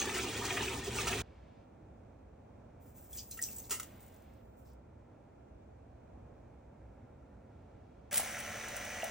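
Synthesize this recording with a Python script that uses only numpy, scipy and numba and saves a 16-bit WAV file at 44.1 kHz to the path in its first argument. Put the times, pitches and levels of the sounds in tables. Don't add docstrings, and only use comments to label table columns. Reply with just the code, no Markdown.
import sys
import numpy as np
from scipy import signal
from scipy.fft import rfft, irfft, next_fast_len
from scipy.io import wavfile
from numba import njit

SR = 44100
rng = np.random.default_rng(int(sys.argv[2]) if len(sys.argv) > 2 else 0)


def wav_out(sig):
    wavfile.write(sys.argv[1], SR, np.round(np.clip(np.atleast_2d(sig).T, -1, 1) * 32767).astype(np.int16))


N = 401310
T = np.arange(N) / SR
HOSE_OFF_S, JET_ON_S = 1.219, 8.111
HOSE_TRIM = np.sqrt(HOSE_OFF_S / T[-1])

# f/Hz, level/dB
SIDE_EQ = [(60, -26.5), (200, -14.5), (380, -6.5), (700, 1), (1290, -4.5), (1850, -19), (2500, -2.5),
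           (3100, 1.5), (4400, 0), (8000, -3), (11500, -35.5), (15000, -15)]
# f/Hz, phase/rad
PORT_LEAD = [(20, 0), (4400, 0), (6000, -.7), (8000, -1.55), (10100, -2.15), (11000, -3), (13200, -3.3),
             (14200, -3.9), (15500, -4.6)]
# f/Hz, level/dB
ROOM_EQ = [(20, -12.5), (40, -9), (62, 2), (110, 0), (165, -8.5), (225, -5.5), (400, -13), (540, -12.5),
           (800, -17), (1150, -25.5), (1550, -28.5), (2000, -33), (2380, -33), (2950, -44), (3700, -46.5),
           (5000, -50.5), (6000, -47), (11500, -52.5), (15000, -52)]
# f/Hz, level/dB
HISS_EQ = [(800, 0.5), (2200, 1.5), (4500, -8), (6500, -15), (12000, -32)]
# start/s, end/s, level/dB, fall/(dB/s)
HISS_CUES = [(1.217, 1.646, -72, 12.5), (3.81, 4.42, -66.5, 18.5), (7.5, 8.105, -83.5, -4)]
# t/s, level/dB, f/Hz, t60/s
SOLO_BUBBLES = [(.001, -23.5, 6380, 0.02), (0.025, -29, 6100, 0.027), (.07, -30, 375, 0.072),
                (.074, -33.5, 830, 0.026), (0.083, -32.5, 1750, 0.025), (.152, -33, 365, .06),
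                (.193, -34.5, 380, .06), (.243, -40, 360, 0.1), (.344, -37.5, 2410, .04),
                (.36, -35, 486, 0.043), (.505, -24.5, 2400, 0.019), (.571, -31, 2390, .025),
                (.605, -33, 392, 0.065), (.652, -35, 272, 0.1), (.67, -38, 376, .1),
                (.682, -34.5, 2460, 0.026), (0.875, -38, 394, 0.17), (.986, -29, 2610, 0.034),
                (.988, -33, 1217, 0.044), (1.048, -37, 1850, 0.04), (1.05, -33.5, 380, .08),
                (1.068, -37.5, 667, .05), (1.074, -32, 1295, .04), (3.131, -52, 3320, .03),
                (3.184, -52, 3020, 0.02), (3.321, -47.5, 4070, 0.025), (3.391, -35.5, 1866, 0.034),
                (3.4125, -43.5, 5200, .012), (3.4254, -11.5, 7650, 0.0022), (3.4385, -20.5, 5820, 0.0065),
                (3.486, -51, 2650, 0.04), (3.563, -41, 7800, .02), (3.584, -40.5, 7550, .02),
                (3.6, -44, 6300, 0.021), (3.646, -58.5, 4000, 0.026), (8.194, -28.5, 1236, 0.0087),
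                (8.197, -22, 746, 0.012), (8.347, -27, 2120, 0.0088), (8.643, -31, 1670, 0.01),
                (9.0225, -31.5, 2780, 0.014), (9.0312, -23, 664, 0.031), (9.045, -30.5, 695, 0.038)]
# t/s, level/dB
TICK_HITS = [(3.128, -42), (3.3105, -38), (3.415, -37), (3.428, -32), (3.5635, -43), (3.583, -43),
             (3.598, -53), (3.653, -59), (4.004, -58), (4.026, -58), (4.062, -59), (4.079, -60),
             (4.12, -64), (4.142, -60), (4.161, -63), (4.22, -64), (4.335, -70), (4.452, -75),
             (4.5707, -73), (4.731, -69), (8.389, -41.5), (8.4, -40), (8.683, -42), (8.7645, -36),
             (8.846, -44), (9.04, -34.5)]
# f/Hz, level/dB
TICK_EQ = [(500, -43.5), (2000, -17.5), (3500, -21.5), (5500, -5), (8000, 3), (11000, 2.5), (15000, 4)]

# t/s, level/dB
SALT_SLIDES = [(2.795, -67), (2.85, -66), (2.94, -58), (3.01, -62.5), (3.09, -57), (3.13, -46.5),
               (3.305, -53.5), (3.41, -44), (3.48, -52.5), (3.555, -53.5), (3.99, -66), (4.11, -79),
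               (4.56, -73), (4.64, -73)]
# f/Hz, level/dB
SALT_EQ = [(500, -40), (2000, -13.5), (3500, -16), (5000, -16.5), (7500, -4), (11000, -8.5), (14000, 1.5),
           (14900, 11.5), (15600, -4)]
# t/s, level/dB, hold/s, t60/s
CLUMP_HITS = [(3.373, -46.5, 0.0034, 0.066), (3.39, -53, .003, .04), (3.696, -43, 0.0043, 0.053),
              (3.707, -32.5, 0.018, 0.19), (3.798, -34, 0.0018, 0.039), (3.829, -44.5, 0.0033, 0.045)]
# f/Hz, level/dB
SPLASH_EQ = [(200, -22), (350, -7), (600, -13.5), (1000, -9), (1400, -4), (1650, -9.5), (2000, -6),
             (4000, -10.5), (7000, 2), (11000, 0.5), (15000, 1.5)]
# f/Hz, width/Hz, level/dB
KNOCK_MODES = [(360, 62, -17), (1020, 40, -10.5), (1325, 34, 6), (2026, 160, -6.5), (2780, 180, -6)]
# t/s, level/dB
SWARM_CUES = [(3.168, -48), (3.305, -55), (3.435, -56.5), (3.505, -58.5), (3.63, -61)]
# f/Hz, level/dB
SWARM_EQ = [(2000, -17.5), (3300, -10.5), (4500, -0.5), (6000, 4), (7800, 1), (10000, -8.5)]

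# t/s, f/Hz
MOTOR_SPEED = [(8.1, 73.6), (8.3, 73.95), (8.45, 74.15), (8.68, 74.65), (8.9, 74.4), (9.1, 74.6)]
# multiple of the turning rate, level/dB
MOTOR_HARMONICS = [(3, 1), (8, -6), (9, -4), (10, -5), (12, -9), (14, -8), (16, -9), (18, -1), (19, -4),
                   (20, -6), (21, -3), (22, -4), (23, 0), (24, -3), (25, -6), (27, 0), (28, -4), (29, 0),
                   (30, -1), (31, -3), (32, 1), (33, -7), (35, -6), (36, -5), (39, -7), (40, -7), (41, -8),
                   (76, -7), (79, -10), (81, -11), (82, -9), (83, -2.5)]
# t/s, level/dB against the buzz
WHINE_SWELL = [(8.1, -12), (8.65, -13), (8.93, -5.5), (9.1, -5)]
# f/Hz, level/dB
GEAR_EQ = [(200, -35), (650, -16), (1100, -16), (1700, -20), (2200, -11), (2700, -10), (3900, -22),
           (5200, -11), (6100, 0.5), (7000, -18), (9300, 0.5), (10000, -11), (12000, -22), (15500, -9)]
# f/Hz, level/dB
JET_EQ = [(60, 1), (230, -1.5), (400, -5), (640, -3.5), (1100, -4.5), (1500, 1), (2000, 0.5), (3000, -5.5),
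          (3900, -10), (5100, -9.5), (6200, -6), (7200, -7), (9600, -15), (15500, -7.5)]
# f/Hz, width/Hz, level/dB
JET_DRUM_MODES = [(598, 64, 1), (684, 56, -3.5)]
# t/s, level/dB
AIR_POPS = [(8.111, -45), (8.129, -33), (8.1425, -27), (8.157, -28), (8.1705, -42), (8.1735, -24.5),
            (8.179, -27), (8.201, -34)]
# f/Hz, level/dB
SPIT_EQ = [(300, -8), (700, -22), (2000, -3), (3800, -5), (6000, -3), (8500, 4), (11000, 8), (15000, 0.5)]

# t/s, level/dB
HOSE_SWAY = [(0, 2.5), (.11, -4), (.19, 1.5), (.27, -2), (.47, -1), (.55, -0.5), (.63, 0), (.73, -2),
             (.8, -6), (.92, -3.5), (.99, -0.5), (1.2, 0)]
# f/Hz, level/dB
BUBBLING_EQ = [(250, -15), (450, 3.5), (570, -16.5), (700, 3.5), (1000, 1), (1550, -0.5), (2400, 3),
               (3200, 0.5), (4600, -11), (8000, -25)]
# f/Hz, width/Hz, level/dB
TUB_AIR_MODES = [(678.5, 45, 1.5), (936, 48, 1.5), (1254, 89, 2), (1825, 100, 2), (2330, 40, 0.5),
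                 (2570, 90, -0.5), (2880, 45, -4), (3210, 99, -5)]
# t/s, level/dB, f/Hz, hold/s
GULP_CUES = [(0.011, -47.5, 2395, 0.003), (.067, -41, 900, 0.01), (0.086, -40.5, 1697, 0.007),
             (.159, -41, 1940, .023), (0.187, -41, 1600, .006), (.366, -41, 2390, 0.0055),
             (0.409, -49, 990, 0.053), (0.505, -38.5, 2460, .005), (0.57, -39.5, 2100, 0.0081),
             (0.602, -46, 1100, 0.027), (0.607, -51.5, 3220, .04), (0.679, -45.5, 2290, 0.0087),
             (0.977, -46.5, 2390, .0065), (1.07, -43.5, 1500, .007), (1.115, -47.5, 2600, 0.028)]
# f/Hz, level/dB
SPATTER_EQ = [(1000, -11.5), (3000, -5.5), (4600, -4.5), (6500, -0.5), (8000, -1), (10000, -2.5),
              (11500, -47), (15500, 1)]
# t/s, level/dB, hold/s
SLAP_HITS = [(0, -47, 0.0091), (0.138, -43, 0.026), (0.328, -52, 0.0077), (.442, -45, .002),
             (0.835, -53, 0.033), (0.954, -44, 0.03), (1.067, -36.5, .005)]
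# f/Hz, width/Hz, level/dB
POCKET_MODES = [(225.3, 20, -9.5), (264, 41, -1), (305.7, 26, -3.5), (381, 22, 7), (420, 5.8, 1),
                (492, 17, -6)]
# f/Hz, width/Hz, level/dB
FLOOR_MODES = [(69, 12, 1.5), (105.2, 13, 2)]


def undb(db):
    return 10 ** (np.asarray(db) / 20)


def unit(x):
    return x / np.sqrt(np.mean(x ** 2))


def automation(points):
    return np.interp(T, *np.array(points).T)


def gate(start, end):
    return np.clip((T - start) / .004, 0, 1) * np.clip((end - T) / .004, 0, 1)


def envelope(start, db, hold, t60, attack=1 / SR):
    age = T - start
    out = np.zeros(N)
    live = (age > 0) & (age < attack + hold + 2 * t60)
    age = age[live]
    decay = np.exp(-np.log(1000) * np.maximum(age - attack - hold, 0) / t60)
    out[live] = undb(db) * np.minimum(age / attack, 1) * decay
    return out


def bursts(cues, **shape):
    return sum(envelope(start, db, **shape) for start, db in cues)


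def filtered(x, response):
    size = next_fast_len(N + 16384, True)
    hz = np.maximum(np.arange(size // 2 + 1) * SR / size, 1)
    return irfft(rfft(x, size) * response(hz), size)[:N]


def along(hz, points):
    points = np.array(points)
    return np.interp(np.log(hz), np.log(points[:, 0]), points[:, 1])


def eq(x, points):
    return unit(filtered(x, lambda hz: undb(along(hz, points))))


def ring(x, modes):
    def response(hz):
        return sum(undb(db) / (1 + 1j * (hz * hz - f * f) / (hz * width)) for f, width, db in modes)
    return filtered(x, response)


def noise():
    return rng.standard_normal(N)


def wander(rate):
    knots = rng.standard_normal(4000)
    return 1.2 * np.interp(T * rate, np.arange(len(knots)), knots)


def impacts(rate, spread):
    when = np.flatnonzero(rng.random(N) < rate / SR)
    sign, size = rng.standard_normal((len(when), 2)).T
    out = np.zeros(N)
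    out[when] = np.sign(sign) * undb(np.clip(spread, 1, 6) * np.clip(size, -3, 2.3))
    return unit(out)


@njit
def bubble_train(start, size, hz, t60, rise):
    out = np.zeros(N)
    for k in range(len(start)):
        first, length = int(start[k] * SR), int(t60[k] * SR) + 2
        phase, gain = 0., size[k]
        fade = np.exp(-np.log(1000) / length)
        for i in range(max(first, 0), min(first + length, N)):
            phase += 2 * np.pi * hz[k] * (1 + rise * (i - first) / length) / SR
            out[i] += gain * np.sin(phase) * min(phase / (3 * np.pi), 1.)
            gain *= fade
    return out


def bubble_cloud(start, end, low_hz, high_hz, cycles, spread_db, rise, count):
    when, pitch, size, life = rng.random((count, 4)).T
    hz = low_hz + (high_hz - low_hz) * pitch ** 2
    gain = undb(spread_db * np.minimum(-np.log(1 - size), 3)) * (hz / high_hz) ** .75
    t60 = cycles * (.5 + life) / hz
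    return unit(bubble_train(start + (end - start) * when, gain, hz, t60, rise))


def reflections(x):
    age = T[:SR // 3]
    rocking = 1.4 * wander(9)
    out = 0
    for weight, db, t60 in ((np.cos(rocking), -7, .15), (np.sin(rocking), -7, .15), (1, -15, .3)):
        tail = rng.standard_normal(len(age)) * np.exp(-np.log(1000) * age / t60) * (age > .001)
        out = out + weight * undb(db) * signal.oaconvolve(x, tail / np.sqrt(np.sum(tail ** 2)))[:N]
    return signal.sosfilt(signal.butter(2, 300, "high", fs=SR, output="sos"), out)


def in_room(x, wet=1):
    mid, side = (wet * reflections(x) for _ in range(2))
    return np.array([x + mid, side])


def ports(mid, side):
    side = filtered(side, lambda hz: undb(along(hz, SIDE_EQ)))
    left = filtered(mid + side, lambda hz: np.exp(.5j * along(hz, PORT_LEAD)))
    right = filtered(mid - side, lambda hz: np.exp(-.5j * along(hz, PORT_LEAD)))
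    return np.array([left, right])


def room_tone():
    mid, side = (eq(noise() * undb(.81 * wander(3.9)), ROOM_EQ) for _ in range(2))
    hum = unit(ring(noise(), [(59.6, 6.5, 0)]))
    whine = unit(ring(noise(), [(1370, 40, 0)])) * undb(2.5 * wander(1.5))
    return np.array([undb(-57.5) * mid + undb(-64) * hum + undb(-85.5) * whine, undb(-56.5) * side])


def faint_hiss():
    fader = sum(undb(db - fall * np.clip(T - start, 0, end - start)) * gate(start, end)
                for start, end, db, fall in HISS_CUES)
    return eq(noise(), HISS_EQ) * fader


def rustle():
    grains = unit(ring(impacts(4000, spread=3), [(5200, 1800, 0)]))
    return grains * undb(-80) * gate(4.652, 4.738)


def plops():
    start, db, hz, t60 = np.array(SOLO_BUBBLES).T.copy()
    return bubble_train(start, undb(db), hz, t60, rise=.1)


def ticks():
    crackle = eq(impacts(9000, spread=3.5), TICK_EQ)
    return crackle * bursts(TICK_HITS, attack=.0015, hold=.0023, t60=.027)


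def salt_trickle():
    pings = bubble_cloud(2.8, 4.7, 5000, 15500, cycles=110, spread_db=3, rise=.03, count=1800)
    pings *= np.sqrt(1.9 / T[-1])
    grains = eq(impacts(5000, spread=2.5) + undb(-7) * pings, SALT_EQ)
    sliding = bursts(SALT_SLIDES, attack=.03, hold=.013, t60=.3)
    sprinkling = envelope(2.95, db=-55.5, attack=.45, hold=.27, t60=.2)
    fizzing = envelope(3.72, db=-60, attack=.03, hold=0, t60=1.93)
    return grains * (np.hypot(sliding, sprinkling) + fizzing) * gate(0, 4.74)


def salt_clumps():
    plunging = sum(envelope(*hit) for hit in CLUMP_HITS)
    splash = eq(impacts(9000, spread=1), SPLASH_EQ)
    knocks = impacts(9000, spread=2)
    ringing = ring(knocks * plunging, KNOCK_MODES) / np.std(ring(knocks, KNOCK_MODES))
    return splash * plunging + undb(-11) * ringing


def salt_swarms():
    cloud = bubble_cloud(3.1, 3.7, 2400, 9500, cycles=50, spread_db=2.2, rise=.05, count=2400)
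    sparkle = eq(cloud, SWARM_EQ) * np.sqrt(.6 / T[-1])
    return sparkle * bursts(SWARM_CUES, attack=.012, hold=.011, t60=.12)


def pump_motor(turns, stroke):
    shaky = turns + .0016 * wander(120)
    buzz = unit(sum(undb(db) * np.sin(2 * np.pi * (k * shaky + rng.random()))
                    for k, db in MOTOR_HARMONICS))
    whine = np.sqrt(2) * np.sin(2 * np.pi * 26 * turns) * undb(automation(WHINE_SWELL))
    teeth = rng.standard_normal(600)
    rattle = np.interp(shaky % 1, np.linspace(0, 1, len(teeth)), teeth)
    return undb(-5) * (buzz + whine) + undb(-10) * eq(rattle * stroke, GEAR_EQ)


def thin_jet(stroke):
    cloud = bubble_cloud(JET_ON_S, T[-1], 463, 4130, cycles=25, spread_db=5, rise=.087, count=900)
    cloud *= np.sqrt(1 - JET_ON_S / T[-1])
    splashing = eq(impacts(7000, spread=1) * stroke + undb(-7.5) * cloud, JET_EQ)
    drumming = unit(ring(impacts(2500, spread=6), JET_DRUM_MODES))
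    return undb(-3.5) * splashing + undb(-10.5) * drumming


def nozzle_spit():
    priming = envelope(JET_ON_S, db=-40, attack=.036, hold=.036, t60=.11)
    clearing = envelope(JET_ON_S, db=-41, attack=.036, hold=.036, t60=1)
    pops = bursts(AIR_POPS, hold=.0012, t60=.012)
    crackle = eq(impacts(12000, spread=6), SPIT_EQ)
    return crackle * ((priming + clearing) * undb(.8 * wander(130)) + pops)


def sprayer():
    turns = np.cumsum(automation(MOTOR_SPEED) * (1 + .00049 * wander(30))) / SR
    stroke = .96 + np.exp(-(2 * turns % 1) / .44)
    running = undb(-44 - .2 * np.maximum(T - JET_ON_S, 0)) * gate(JET_ON_S, 10)
    motor = pump_motor(turns, stroke) * running
    water = thin_jet(stroke) * running + nozzle_spit()
    return in_room(water) + in_room(motor, wet=.5)


def hose_bubbling():
    cloud = bubble_cloud(0, HOSE_OFF_S, 350, 5000, cycles=31, spread_db=2, rise=.099, count=3000)
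    patter = impacts(6000, spread=6) * undb(3.5 * wander(60)) * gate(-1, HOSE_OFF_S)
    water = (cloud * HOSE_TRIM + undb(-1) * patter) * undb(.5 * wander(45))
    hollow = np.interp(T + .0007 * wander(9), T, ring(water, TUB_AIR_MODES))
    return eq(water + undb(2.5) * hollow, BUBBLING_EQ) * HOSE_TRIM


def hose_spatter():
    fizz = bubble_cloud(0, HOSE_OFF_S, 3500, 12010, cycles=58, spread_db=3, rise=.12, count=1800)
    droplets = impacts(6000, spread=3) + undb(-4.5) * fizz * HOSE_TRIM
    return eq(droplets * gate(-1, HOSE_OFF_S), SPATTER_EQ) * HOSE_TRIM


def tub_body(sway_db):
    pockets = bubble_cloud(0, HOSE_OFF_S, 200, 560, cycles=8, spread_db=0, rise=.1, count=900)
    gurgle = unit(unit(ring(pockets, POCKET_MODES)) + undb(-10.5) * pockets) * HOSE_TRIM
    drumming = unit(ring(noise(), FLOOR_MODES))
    return gurgle * undb(-45 + .61 * sway_db) + drumming * undb(-51 + 7 * np.minimum(T, HOSE_OFF_S))


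def hose():
    sway_db = automation(HOSE_SWAY)
    bubbling, spatter, body = hose_bubbling(), hose_spatter(), tub_body(sway_db)
    gulps = sum(unit(ring(bubbling, [(hz, .5 * hz, 0)])) * envelope(start, db, hold, t60=.034)
                for start, db, hz, hold in GULP_CUES)
    slapping = sum(envelope(*hit, attack=.01, t60=.1) for hit in SLAP_HITS)
    spattering = undb(-42.5 + sway_db + 2.2 * wander(70)) + slapping
    surface = bubbling * undb(-43 + sway_db) + gulps * HOSE_TRIM + spatter * spattering
    return (in_room(surface) + in_room(body, wet=.28)) * gate(-1, HOSE_OFF_S + .004)


def scene():
    stream = hose()
    salts = salt_trickle() + salt_clumps() + salt_swarms()
    details = ticks() + plops() + rustle() + faint_hiss()
    tub = ports(*(stream + in_room(salts + details) + sprayer()))
    room = ports(*room_tone())
    left, right = tub + room
    low_mids = ring(tub[1], [(510, 180, -9)]) + ring(room[1], [(420, 1200, -9.5)])
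    return np.array([left, right + low_mids])


def record(dry):
    dry = signal.sosfilt(signal.butter(2, 30, "high", fs=SR, output="sos"), dry)
    return signal.sosfilt(signal.ellip(10, .2, 70, 15900, fs=SR, output="sos"), dry)


dry = scene()
out = record(dry)
wav_out(out)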